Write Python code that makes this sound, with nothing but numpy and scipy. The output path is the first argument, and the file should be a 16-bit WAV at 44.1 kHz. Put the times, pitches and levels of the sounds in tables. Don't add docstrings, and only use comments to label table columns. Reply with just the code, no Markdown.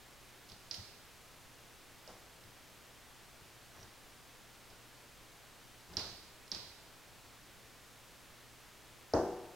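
import sys
import numpy as np
from scipy import signal
from scipy.fft import irfft, next_fast_len
from scipy.io import wavfile

SR = 44100
rng = np.random.default_rng(int(sys.argv[2]) if len(sys.argv) > 2 else 0)


def digitize_waveform(pressure):
    field = np.atleast_2d(pressure).T
    bounded = np.clip(field, -1, 1)
    quanta = np.round(bounded * 32767).astype(np.int16)
    wavfile.write(sys.argv[1], SR, quanta)


N = 421155
TIME = np.arange(N) / SR
AFTER = np.arange(SR) / SR
SIDE = np.array([[1], [-1]])

# f/Hz, level/dB
AIR_COLOUR = [(15, 0), (30, -0.5), (55, 1.5), (85, -6), (125, -4), (170, -5.5), (250, -4), (400, -3.5),
              (750, -4.5), (1500, -5.5), (3200, -8.5), (7000, -13.5), (15500, -20)]
# f/Hz, level/dB
HISS_COLOUR = [(15, 2), (45, 1), (110, -0.5), (250, -5.5), (600, -10), (1400, -14), (4000, -16.5),
               (8000, -19.5), (15500, -23)]
# f/Hz, level/dB
HUM_TONES = [(119.6, -72.5), (14384, -92)]

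# t/s, first claw/dB, claw pitch/Hz, hind claw lag/s, second foot lag/s, door bump/dB, scuff/dB
HOPS = [(0.7114, -27.5, 5040, 0.0039, 0.031, -65, -58.5), (5.9691, -22, 4900, .0024, .0252, -49.5, -47),
        (6.5165, -25.5, 4850, .0065, .0315, -53.5, -52)]
# t/s, door bump/dB, scuff/dB, swell/s
WEIGHT_SHIFTS = [(0.50, -60, -63, 0.016), (0.767, -52.5, -81, 0.01), (2.08, -56, -58, 0.008),
                 (2.44, -63, -75, 0.006), (3.412, -62, -68, 0.005), (3.72, -62.5, -61, 0.16),
                 (4.70, -64, -63, 0.013), (5.868, -54, -57.5, 0.065), (7.242, -62, -62, 0.0068)]
# f/Hz, level/dB
BUMP_COLOUR = [(20, -12), (50, -15), (85, 1.5), (115, -2.5), (140, -13), (180, -3), (250, -17.5),
               (500, -41), (1500, -42)]
# f/Hz, level/dB
SCUFF_COLOUR = [(60, -7), (200, 0), (350, 9), (500, 2.5), (700, 5.5), (1050, 2.5), (1600, -2.5), (2600, -9),
                (5000, -6.5), (8000, -22), (15000, -41)]

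# t/s, level/dB, f/Hz, bandwidth/Hz, rise/s
CLAW_SLIPS = [(0.495, -63, 10300, 300, 0.004), (0.746, -60, 10300, 400, 0.002),
              (0.755, -59, 12000, 3000, 0.002), (3.832, -63, 5750, 280, 0.04)]
# t/s, level/dB
CLAW_TOUCHES = [(0.4892, -51), (0.498, -47), (0.518, -45.5), (2.437, -55), (3.829, -51), (4.702, -52),
                (5.9357, -49), (6.4785, -52)]
# f/Hz, level/dB, t60/s
TRIM_MODES = [(4070, -10.5, 0.016), (4390, -2.5, 0.0096), (4830, -1.5, 0.008), (5044, -1.5, 0.0074),
              (5760, -13.5, 0.012), (6600, -16, 0.008)]
# f/Hz, level/dB
SCRATCH_COLOUR = [(300, -24), (2000, 2), (3200, 9), (3900, 15), (5300, 6), (6300, 7), (7500, -9),
                  (9000, -12), (10400, -12), (15000, -26)]
# multiple of its pitch, level/dB
SPRAY_COLOUR = [(.1, -29), (.5, -11.5), (.68, -13), (.82, -1.5), (1, 1), (1.13, -4), (1.3, -11),
                (1.55, -22), (3, -39)]

# t/s, level/dB, low cut/Hz, tip click/dB
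BILL_BLOWS = [(2.076, -24, 570, -45), (9.1363, 2, 28, -30)]
# f/Hz, level/dB, t60/s
FRAME_MODES = [(55.6, -43, 0.5), (82, -38, .35), (120, -37, 0.21), (145.5, -48, 0.53), (191, -44, 0.64),
               (241, -41, 0.48), (296, -37, 0.49), (334, -38, .75), (357, -33, .8), (391, -33, .7),
               (478, -35, .85), (520, -42, .6), (559, -38, .6), (591, -40, .55), (620, -38, .65),
               (655, -39, .65), (722, -37, .7), (744, -39.5, 0.77), (780, -52, 0.73), (820, -50, 0.52),
               (835, -42.5, 0.71), (890, -45, 0.91), (1040, -48, 0.36), (1055, -53, 0.71),
               (1175, -62, 0.36), (1370, -52, 0.59), (1533, -50, 0.5)]
# f/Hz, level/dB
WALL_COLOUR = [(25, -26), (55, -9), (200, -9.5), (370, 0), (700, -1.5), (1000, -6), (1400, -16.5),
               (1850, -21), (2400, -50), (3500, -67)]


def undb(db):
    return 10 ** (np.asarray(db) / 20)


def noise(colour, size):
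    hz, db = np.transpose(colour)
    length = next_fast_len(size)
    freqs = np.maximum(np.fft.rfftfreq(length, 1 / SR), 1)
    gain = undb(np.interp(np.log(freqs), np.log(hz), db))
    x = irfft(gain * np.exp(2j * np.pi * rng.random(len(freqs))), length)[:size]
    return x / x.std()


def fade(t60):
    return np.exp(-np.log(1000) * AFTER / t60)


def swell(seconds):
    return 1 - np.exp(-(AFTER / seconds) ** 2)


def add(track, start, sound):
    i = int(start * SR)
    track[..., i:i + sound.shape[-1]] += sound[..., :N - i]


def pan(left_db):
    return undb(SIDE * left_db / 2)


def room_tone(air_db=-59, hiss_db=-64):
    hiss = np.array([noise(HISS_COLOUR, N) for _ in range(2)])
    hum = sum(undb(db) * np.sqrt(2) * np.sin(2 * np.pi * hz * TIME) for hz, db in HUM_TONES)
    return undb(air_db) * noise(AIR_COLOUR, N) + undb(hiss_db) * hiss + hum


def pushes(landing_swell_s=0.002, landing_fade_s=0.1, shift_fade_s=0.047):
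    for start, *_, bump_db, scuff_db in HOPS:
        yield start, bump_db, scuff_db, landing_swell_s, landing_fade_s
    for start, bump_db, scuff_db, swell_s in WEIGHT_SHIFTS:
        yield start, bump_db, scuff_db, swell_s, shift_fade_s


def bumps_and_scuffs(width=0.13, left_db=1):
    track = np.zeros((2, N))
    for start, bump_db, scuff_db, swell_s, fade_s in pushes():
        push = swell(swell_s) * np.exp(-AFTER / fade_s)
        mid, side = (undb(bump_db) * noise(BUMP_COLOUR, SR) + undb(scuff_db) * noise(SCUFF_COLOUR, SR)
                     for _ in range(2))
        add(track, start, push / push.max() * (mid + width * side * SIDE))
    return pan(left_db) * track


def claw_squeaks(fall_s=0.0054, left_db=-3):
    track = np.zeros(N)
    for catch, db, hz, width, rise_s in CLAW_SLIPS:
        band = [(hz - 2 * width, -60), (hz - width / 2, 0), (hz + width / 2, 0), (hz + 2 * width, -60)]
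        envelope = np.exp(-np.abs(TIME - catch) / np.where(TIME < catch, rise_s, fall_s))
        track += undb(db) * noise(band, N) * envelope
    return pan(left_db) * track


def contacts(second_foot_db=-33, hind_db=-9, hind_ratio=0.81, grip_t60=0.017, touch_hz=4700, bill_hz=5700):
    for start, db, hz, hind_lag, foot_lag, _, _ in HOPS:
        biting_foot = (start, db, -12.5)
        skidding_foot = (start + foot_lag, second_foot_db, -7)
        for lands, foot_db, scratch_db in (biting_foot, skidding_foot):
            yield lands, foot_db, hz, scratch_db, grip_t60
            yield lands + hind_lag, foot_db + hind_db, hz * hind_ratio, scratch_db, grip_t60
    for start, db in CLAW_TOUCHES:
        yield start, db, touch_hz, -8.5, 0.035
    for start, _, _, tip_db in BILL_BLOWS:
        yield start, tip_db, bill_hz, -32, 0.011


def click_reverb(room_db=-23, room_t60=0.74, wall_s=0.032, wall_gain=0.2, left_db=-6):
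    track = np.zeros((2, N))
    wall_echo = wall_gain * np.exp(-((AFTER - wall_s) / 0.004) ** 2)
    arrival = swell(0.0071) * (1 + wall_echo)
    for start, db, centre_hz, _, _ in contacts():
        colour = [(multiple * centre_hz, band_db) for multiple, band_db in SPRAY_COLOUR]
        spray = noise(colour, SR) + noise(colour, SR) * SIDE
        tail = fade(room_t60 * 4800 / centre_hz)
        add(track, start, undb(db + room_db) * arrival * tail * spray)
    return pan(left_db) * track


def recess_echoes(track, t60=0.014, width=0.47):
    mid, side = rng.standard_normal((2, SR)) * swell(0.00055) * fade(t60)
    response = mid + width * side * SIDE
    response /= np.sqrt(np.sum(response ** 2) / 2)
    return signal.fftconvolve(track[None], response, axes=1)[:, :N]


def trim_clicks(focus_hz=1200, rise_s=0.00048, low_cut_hz=3850, recess_db=-5, left_db=-8.5):
    track = np.zeros(N)
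    radiation = signal.butter(6, low_cut_hz, "high", fs=SR, output="sos")
    for start, db, centre_hz, scratch_db, scratch_t60 in contacts():
        ring = np.zeros(SR)
        for hz, mode_db, t60 in TRIM_MODES:
            drive = np.exp(-((hz - centre_hz) / focus_hz) ** 2 / 2)
            ring += undb(mode_db) * drive * np.sin(2 * np.pi * hz * AFTER) * fade(t60)
        ring = signal.sosfilt(radiation, ring * swell(rise_s))
        scratch = undb(scratch_db) * swell(0.00086) * fade(scratch_t60) * noise(SCRATCH_COLOUR, SR)
        add(track, start, undb(db) * (ring / np.abs(ring).max() + scratch))
    return pan(left_db) * (track + undb(recess_db) * recess_echoes(track))


def frame_ring(blur=3.9, rise_s=0.0032):
    wander = blur * np.cumsum(rng.standard_normal((len(FRAME_MODES), SR)), axis=1) / np.sqrt(SR)
    ring = np.zeros(SR)
    for k, (hz, db, t60) in enumerate(FRAME_MODES):
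        sign = (-1) ** k
        ring += sign * undb(db) * np.sin(2 * np.pi * hz * AFTER + wander[k]) * fade(t60)
    return ring * swell(rise_s)


def bill_knocks(thud_hz=600, thud_db=-19, ring_db=-1.5, early_db=-36.5, late_db=-38, left_db=1.3):
    thud = undb(thud_db) * np.sin(2 * np.pi * thud_hz * AFTER) * fade(t60=0.025) * swell(0.0006)
    ring = undb(ring_db) * frame_ring()
    bloom = swell(0.0017) * (undb(early_db) * fade(t60=0.22) + undb(late_db) * fade(t60=1.0))
    track = np.zeros((2, N))
    for start, db, low_cut_hz, _ in BILL_BLOWS:
        wall = noise(WALL_COLOUR, SR) + 0.27 * noise(WALL_COLOUR, SR) * SIDE
        knock = thud + ring + bloom * wall
        low_cut = signal.butter(2, low_cut_hz, "high", fs=SR, output="sos")
        add(track, start, undb(db) * signal.sosfilt(low_cut, knock))
    return pan(left_db) * track


def scene():
    bird = trim_clicks() + click_reverb() + claw_squeaks() + bill_knocks() + bumps_and_scuffs()
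    return bird + room_tone()


def record(dry, top_hz=15800):
    return signal.sosfilt(signal.ellip(10, .1, 70, top_hz, fs=SR, output="sos"), dry)


dry = scene()
out = record(dry)
digitize_waveform(out)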